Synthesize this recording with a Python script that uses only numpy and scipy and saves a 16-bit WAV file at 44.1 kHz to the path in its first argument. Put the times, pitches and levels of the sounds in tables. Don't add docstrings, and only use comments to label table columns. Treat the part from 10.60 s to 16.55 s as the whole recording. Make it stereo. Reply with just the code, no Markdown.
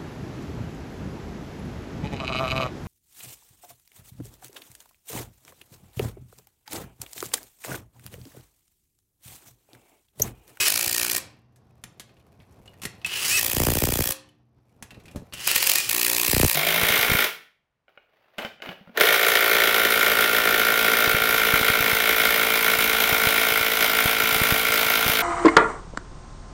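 import sys
import numpy as np
from scipy import signal
from scipy.fft import rfft, irfft, next_fast_len
from scipy.io import wavfile
from scipy.ndimage import uniform_filter1d

SR = 44100
rng = np.random.default_rng(int(sys.argv[2]) if len(sys.argv) > 2 else 0)


def boost_factor(decibels):
    exponent = np.asarray(decibels, float) / 20
    return 10 ** exponent


def transcribe(signal):
    frames = np.atleast_2d(signal).T
    limited = np.clip(frames, -1, 1)
    pcm = np.round(limited * 32767).astype(np.int16)
    wavfile.write(sys.argv[1], SR, pcm)


N = 262395
T = np.arange(N) / SR

# first_blow_s, last_blow_number, rate_hz, lag_s (lost while gathering speed), gather_blows
BURSTS = [
    (0.0829, 28, 59.2, .0112, 2.5),
    (2.7956, 42, 59.35, .005, 9),
    (5.2968, 39, 60.6, .0075, 13),
]
# time_s, level_db
BUSY = [(0, 9.5), (.66, 1), (.85, -20.5), (1.3, -8), (1.7, -8), (2.15, -2.5), (2.45, 0.5), (2.8, 11.5),
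        (3.58, -12), (3.85, -25), (4.15, -13), (4.4, -4), (4.6, -6.5), (4.95, 0), (5.3, -1)]


def evened(x):
    return x / np.sqrt(np.mean(x ** 2) + 1e-20)


def read(points, hz):
    f, value = np.transpose(points)
    return np.interp(np.log(hz + 1), np.log(f + 1), value)


def coloured(x, spectrum):
    size = next_fast_len(len(x) + 512)
    gain = boost_factor(read(spectrum, np.fft.rfftfreq(size, 1 / SR)))
    return irfft(rfft(x, size) * evened(gain), size)[:len(x)]


def add(mix, s, sound):
    part = mix[round(s * SR):][:len(sound)]
    part += sound[:len(part)]


def wander(n, size):
    once = uniform_filter1d(rng.standard_normal(n), size)
    return evened(uniform_filter1d(once, size))


def ring(hz, t60, t):
    return boost_factor(-60 * t / t60) * np.sin(2 * np.pi * hz * t)


def beat(burst):
    start, last, rate, lag, gather = burst
    count = np.arange(last + 1)
    return start + count / rate + lag * (1 - np.exp(-count / gather))


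def hammer():
    # time_s, peak_db
    stumbles = [(0.5817, -9), (3.523, -10.5), (4.876, -1), (4.9152, -4), (4.9508, -11), (4.9623, 1.5),
                (4.9804, -5), (5.028, -1.5), (5.0416, -8.5), (5.063, -12), (5.0729, 0.5), (5.098, 3.5),
                (5.117, 0), (5.137, -5.5), (5.1577, 0.5), (5.185, -4.5), (5.2034, -11)]
    settled_db = [-14.5, -15.5, -12]
    loose_db = [3.5, 2, 0]
    seating_blows = 8
    s, peak_db = np.transpose(stumbles)
    out = blows(s, peak_db - 8.0, 2) + thud(s)
    for nut, burst in enumerate(BURSTS):
        at = beat(burst)
        chance = rng.standard_normal((len(at), 2)) * [.0003, 1.2]
        loose = np.exp(-np.arange(len(at)) / seating_blows)
        strength_db = settled_db[nut] + loose_db[nut] * loose + chance[:, 1]
        strength_db[0] += 1
        out += blows(at + chance[:, 0], strength_db, nut) + thud(at)
    return out


def blows(seconds, strength_db, nut):
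    # freq_hz, density_db_per_hz
    steel = [
        [(380, -33), (650, -3.5), (1030, -11.5), (1210, -8), (1750, -3.5), (2110, -8.5), (2380, 0.5),
         (3620, -4), (4260, -0.5), (14800, -0.5), (15800, -3.5), (16500, -58.5)],
        [(380, -27), (650, -6), (1350, -12.5), (1870, -7), (2770, -9), (3250, -4), (3770, -10), (4750, -6),
         (11100, -5), (14400, -1), (15600, -2), (16500, -43)],
        [(380, -35.5), (650, -9), (1070, -8.5), (1390, -14), (2380, -3.5), (3480, -7), (4320, -3.5), (5510, -7),
         (7730, -4.5), (15000, -2.5), (15800, -4), (16500, -41.5)],
    ]
    # freq_hz, t60_s, first_nut_db, second_nut_db, third_nut_db
    wheel = [(226.3, 2, -54, -59, -58.5), (368.6, 0.9, -54, -45, -53), (298.2, 0.91, -49.5, -43.5, -51.5),
             (355.7, 0.12, -41, -40.5, -36), (534, 0.37, -37.5, -33.5, -35), (1850, 0.025, -14.5, -19, -17),
             (2300, .014, -13.5, -18.5, -19), (2480, 0.019, -18, -15.5, -10.5),
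             (2620, 0.012, -23.5, -25, -12), (2750, 1.0, -52, -63, -76.5)]
    train, lead = np.zeros(N + 400), 300
    train[np.round(seconds * SR).astype(int)] = boost_factor(strength_db)
    t = (np.arange(900) - lead) / SR
    rush = boost_factor(-10.0) * np.exp(-((t + 0.0027) / 0.0026) ** 2)
    after = np.maximum(t + 0.00096, 0)
    crack = 1 - np.exp(-(after / 0.00059) ** 2)
    crack *= np.exp(-after / 0.0013) + boost_factor(-11) * np.exp(-after / 0.0035)
    level = signal.oaconvolve(train, rush + crack)[lead:][:N]
    contact = boost_factor(15.5) * np.roll(train * rng.uniform(-0.87, 1, N + 400), -18)[:N]
    bite = signal.lfilter(*signal.butter(2, 2500, "high", fs=SR), contact)
    out = coloured(level * rng.standard_normal(N) + bite, steel[nut])
    for hz, t60, *db in wheel:
        seated = train[:N] * rng.uniform(-.4, 1.6, N)
        mode = ring(hz, t60, T[:round(t60 * SR)])
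        out += boost_factor(db[nut]) * signal.oaconvolve(seated, mode)[:N]
    return out


def thud(seconds):
    train, lead = np.zeros(N), 400
    train[np.round(seconds * SR).astype(int)] = boost_factor(lean_db(seconds) - 14.0)
    t = (np.arange(700) - lead) / SR
    push = np.exp(-((t + .0035) / .0025) ** 2) * np.sin(2 * np.pi * 330 * t)
    push += boost_factor(-4.5) * np.exp(-((t - .0006) / 0.0028) ** 2) * np.sin(2 * np.pi * 1060 * t)
    return signal.oaconvolve(train, push)[lead:][:N]


def lean_db(seconds):
    # start_s, end_s, first_push_db, last_push_db
    leans = [
        (0.083, .59, -26, -20.5),
        (2.79, 3.53, -28, -31),
        (4.877, 5.21, -31.5, -41),
        (5.34, 5.76, -16.5, -18.5),
    ]
    out = np.full(len(seconds), -49.0)
    for start, end, first_db, last_db in leans:
        leaning = (seconds >= start) & (seconds <= end)
        out = np.where(leaning, np.interp(seconds, [start, end], [first_db, last_db]), out)
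    return out


def motor():
    # time_s, mesh_hz, whir_db
    pulls = [
        [(0, 2528, -21.5), (.05, 2552, -24.5), (.066, 2480, -18.5), (.084, 2300, -22), (.095, 2250, -38)],
        [(2.452, 347.9, -41), (2.53, 819, -27.5), (2.6, 1340, -28), (2.69, 2225, -24), (2.73, 2541, -24.5),
         (2.765, 2634, -25), (2.785, 2486, -18), (2.8, 2300, -33.5)],
        [(4.73, 501.7, -44), (4.868, 2245, -30.5), (4.884, 1681, -22.5), (4.98, 1876, -27.5),
         (5.06, 2189, -25.5), (5.13, 2405, -32), (5.18, 2464, -26), (5.24, 2428, -31.5), (5.295, 2386, -32)],
    ]
    treble_db = [2.5, 4, 2.5]
    whine_db = [-3.5, -1, -3]
    out = np.zeros(N)
    for row in zip(pulls, treble_db, whine_db):
        add(out, *gear_train(*row))
    return out


def gear_train(pull, treble_db, whine_db):
    s, mesh_hz, whir_db = np.transpose(pull)
    t = np.arange(s[0], s[-1], 1 / SR)
    mesh = np.interp(t, s, mesh_hz)
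    octaves = np.log2(mesh / 2550)
    noise = housing_rattle(len(t), octaves, treble_db)
    whine = mesh_whine(mesh)
    shaft = shaft_kicks(mesh)
    sound = boost_factor(-5.0) * noise
    sound += boost_factor(whine_db + 6.5 * octaves) * whine
    sound += boost_factor(-18.5 - 3.5 * octaves) * shaft
    sound *= boost_factor(np.interp(t, s, whir_db))
    fade_out = np.clip((t[-1] - t) / .006, 0, 1)
    fade_in = np.clip((t - t[0] + 0.00045) / 0.0026, 0, 1)
    return s[0], sound * fade_out * fade_in


def housing_rattle(n, octaves, treble_db):
    # freq_hz, density_db_per_hz
    housing = [(180, -55.5), (300, -20), (386, -14.5), (587, -24.5), (987, -17.5), (2060, -12),
               (2930, -8.5), (3590, -13), (4930, -4), (10900, -5.5), (13300, -10), (15700, -7),
               (16500, -55)]
    grain_db = 2.2 * wander(n, 70) + .8 * wander(n, 400)
    rattle = coloured(evened(boost_factor(grain_db) * rng.standard_normal(n)), housing)
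    body = signal.sosfiltfilt(signal.butter(3, 4000, fs=SR, output="sos"), rattle)
    treble = rattle - body
    wall = signal.lfilter(*signal.iirpeak(2900, 7, SR), body)
    body += boost_factor(-4 - 6 * octaves) * wall
    return evened(body) + evened(treble) * boost_factor(treble_db + 5.5 * octaves)


def mesh_whine(mesh):
    # mesh_multiple, level_db, load_change_db, flutter_db
    gears = [(.48, -7, 0, 3), (.762, -5, 6, 3), (1, 1, -5, 1.2), (1.525, -8, 3, 3), (1.681, -14, 5, 3.5),
             (2.282, -3.5, 7, 2.5), (3.08, -10, -8, 3)]
    # freq_hz, gain_db
    case = [(600, -16), (1500, -13), (1850, -7), (2150, -16.5), (2600, 5.5), (3600, -11.5), (4900, 1.5),
            (5400, -4.5), (6000, -9), (8200, 7)]
    n = len(mesh)
    slowing = uniform_filter1d(-np.gradient(mesh) * SR, size=400)
    load = np.clip(slowing / 9000, 0, 1)
    whine = 0
    for multiple, db, load_db, flutter_db in gears:
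        hz = multiple * mesh * (1 + 0.0032 * multiple * wander(n, 100))
        level_db = db + load_db * load + read(case, hz) + flutter_db * wander(n, 250)
        whine += boost_factor(level_db) * np.sin(2 * np.pi * np.cumsum(hz) / SR)
    return whine


def shaft_kicks(mesh):
    teeth = 6
    turns = np.cumsum(mesh / teeth * (1 + 0.0028 * wander(len(mesh), 300))) / SR
    kicks = np.diff(np.floor(turns), prepend=0) * rng.uniform(.6, 1, len(mesh))
    return evened(signal.lfilter(*signal.iirpeak(2750, 2.5, SR), kicks))


def jolts():
    # blow_number, level_db, direction
    hard_blows = [
        [(10, -35, 1)],
        [(3, -33, 1), (5, -34.5, -1), (8, -29, -1), (10, -18, 1), (12, -16.5, -1), (13, -20.5, 1),
         (14, -22.5, 1), (16, -16, -1), (17, -16, 1), (18, -23, 1), (19, -19.5, -1), (21, -20.7, 1),
         (22, -19, -1), (25, -17, -1), (26, -17, 1), (28, -21, 1), (29, -20, 1), (31, -20.5, -1), (33, -23, 1),
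         (35, -17.5, -1), (36, -19.5, 1), (39, -30, 1), (41, -31, -1)],
        [(23, -26.5, 1), (26, -16.5, -1), (28, -15.5, 1), (30, -14.5, -1), (32, -10.5, 1), (33, -15, -1)],
    ]
    out = np.zeros(N)
    for burst, rows in zip(BURSTS, hard_blows):
        for blow, db, direction in rows:
            add(out, beat(burst)[blow] - .0012, direction * boost_factor(db) * pop())
    return out


def pop():
    t = np.arange(1, 1500) / SR
    sweep = np.cos(2 * np.pi * np.log(t / .00115) / np.log(2.09))
    fade = 0.55 * np.exp(-(t / .026) ** 2) + 0.68 * np.exp(-((t - .0036) / 0.0021) ** 2)
    fade *= 1 - np.exp(-(t / 0.00046) ** 3)
    rebound = 0.77 * np.exp(-((t - .0158) / 0.0015) ** 2)
    return sweep * fade - rebound


def handling():
    # time_s, peak_db, ring_hz, t60_s
    clacks = [(1.2381, -25, 1860, .033), (1.3968, -29, 3500, 0.078), (2.2176, -28.5, 2800, .11),
              (2.2339, -24.5, 1800, 0.089), (2.2524, -15.5, 1830, 0.042), (2.4616, -20, 2900, 0.076),
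              (4.2246, -27, 2870, 0.052), (4.7358, -23, 2830, .063)]
    # time_s, peak_db, ring_hz, treble_re_peak_db
    ticks = [(0.9596, -52, 1750, -1.5), (1.322, -58, 2000, -15), (1.4925, -44.5, 2480, -28.5),
             (1.5677, -49.5, 2800, -17), (1.6005, -50.5, 3000, -22), (1.677, -68, 1796, -2.5),
             (1.8015, -43, 2240, -28), (1.83, -52.5, 1750, -19.5), (1.9227, -63.5, 1850, 6.5),
             (2.0567, -45.5, 2820, -6), (2.134, -44.5, 1850, -30), (2.4154, -38, 2550, -20),
             (4.0927, -60, 2260, -8), (4.3067, -32, 2680, -15), (4.3445, -38, 2450, -20),
             (4.399, -43, 2330, -13), (4.4357, -56, 3180, -2), (4.4556, -37.5, 2570, -11),
             (4.4808, -34.5, 2420, -17), (4.5121, -42, 2780, -6.5), (4.7244, -28, 2870, -23.5)]
    # time_s, knock_db, click_re_knock_db
    bumps = [(1.79, -47, -26), (1.998, -45.5, -30), (4.1623, -54, -19), (4.211, -46, -37),
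             (4.319, -39, -30), (4.37, -39, -30), (4.441, -43.5, -30), (4.5121, -46, -17),
             (4.547, -34, -25), (4.559, -21.5, -13.5), (4.5951, -39, -24), (4.618, -38, -28)]
    # time_s, peak_db, ring_hz, treble_re_peak_db
    pings = [(2.0771, -30, 2900, -28), (2.446, -6, 2600, -44), (3.689, -44, 3000, -8)]
    out = np.zeros(N)
    for s, db, hz, treble_db in ticks:
        add(out, *click(s, db, hz, db + treble_db, db - 22, t60=0.077, tonal=0.27))
    for s, db, hz, t60 in clacks:
        add(out, *click(s, db, hz, db - 4, db - 16.5, t60, tonal=0))
    for s, db, click_db in bumps:
        add(out, *click(s, db + click_db, 1700, db + click_db - 5, db, t60=0.11, tonal=0))
    for s, db, hz, treble_db in pings:
        add(out, *click(s, db, hz, db + treble_db, db - 43, t60=.03, tonal=1.0))
    return out


def click(s, peak_db, hz, treble_db, knock_db, t60, tonal):
    t = np.arange(4000) / SR
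    a, b, c, d = rng.standard_normal((4, len(t)))
    fade = 1.475 * boost_factor(-60 * t / max(t60, .005)) + 0.22 * np.exp(-t / 0.0022)
    fade *= 1 - np.exp(-t / 0.00012)
    pitch = tonal * np.sin(2 * np.pi * hz * t) * (1 - np.exp(-(t / .003) ** 2))
    pitch += 0.17 * evened(signal.lfilter(*signal.iirpeak(hz, 3.5, SR), a))
    mid = evened(coloured(b, [(300, -2.0), (700, -7.5), (1800, -0.5), (4500, -3), (7000, -29)]))
    top = evened(coloured(c, [(3000, -30.5), (5500, 2), (12000, -1.0), (17000, -22.0)]))
    tick = boost_factor(peak_db - 5.5) * (pitch + 0.29 * (1 - tonal) * mid)
    sound = (tick + boost_factor(treble_db - 10.5) * top) * fade
    body = evened(coloured(d, [(60, -15), (150, -7.0), (550, -22.5), (1200, -41.5), (3000, -64.5)]))
    body *= boost_factor(-60 * t / 0.086)
    sound += boost_factor(knock_db - 1) * body * (1 - np.exp(-t / 0.0015))
    jolt = signal.lfilter(*signal.butter(2, [70, 900], "band", fs=SR), pop())
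    add(sound, 0, boost_factor(knock_db - 9.0) * jolt)
    return s, sound


def walls(x):
    # freq_hz, t60_s
    decay = [(200, 0.077), (1000, 0.46), (4000, .38), (15000, 0.12)]
    hz, _, z = signal.stft(rng.standard_normal(SR), SR, nperseg=256)
    t = np.arange(z.shape[1]) * 128 / SR
    tail = signal.istft(z * boost_factor(-60 * t / read(decay, hz)[:, None]), SR, nperseg=256)[1]
    tail[:200] = 0
    return signal.fftconvolve(x, tail / np.linalg.norm(tail))[:N]


def rustle():
    # freq_hz, density_db_per_hz
    scrape = [(290, -38), (500, 7.5), (1660, -12.5), (2500, -5), (2980, -14.5), (3660, -16.5),
              (13600, -15.5), (16500, -31.5)]
    level_db = -61.5 + 1.1 * np.interp(T, *np.transpose(BUSY))
    grit_db = 5.2 * np.minimum(wander(N, 120), 2.4)
    grit = evened(boost_factor(grit_db) * rng.standard_normal(N))
    return boost_factor(level_db) * coloured(grit, scrape)


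def low_rumble():
    # freq_hz, density_db_per_hz
    air = [(18, -47), (30, -16), (64, -2), (93, 2.5), (135, -0.5), (301, -9.5), (376, -9), (585, -16.5),
           (699, -11.5), (953, -18), (1090, -17.5), (1240, -22), (2420, -33), (6000, -36.5), (7800, -60.5),
           (13200, -120)]
    # freq_hz, level_db
    steady_lines = [(122, -63), (226, -74)]
    level_db = -53 + 0.66 * np.interp(T, *np.transpose(BUSY)) + 2.1 * wander(N, 1200)
    out = boost_factor(level_db) * evened(coloured(rng.standard_normal(N), air))
    for hz, db in steady_lines:
        phase = 2 * np.pi * np.cumsum(hz + 0.51 * wander(N, 3000)) / SR
        out += boost_factor(db + 1.6 * wander(N, 4000)) * np.sin(phase)
    return out


def scene():
    tool = hammer() + motor() + handling()
    echo = boost_factor(-11.5) * walls(tool)
    mono = tool + echo + jolts() + rustle() + low_rumble()
    return np.array([mono, mono])


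def band_limit(x):
    return signal.sosfilt(signal.butter(12, 16870, fs=SR, output="sos"), x)


def record(dry):
    ceiling = .64
    return band_limit(ceiling * np.tanh(dry / ceiling))


dry = scene()
out = record(dry)
transcribe(out)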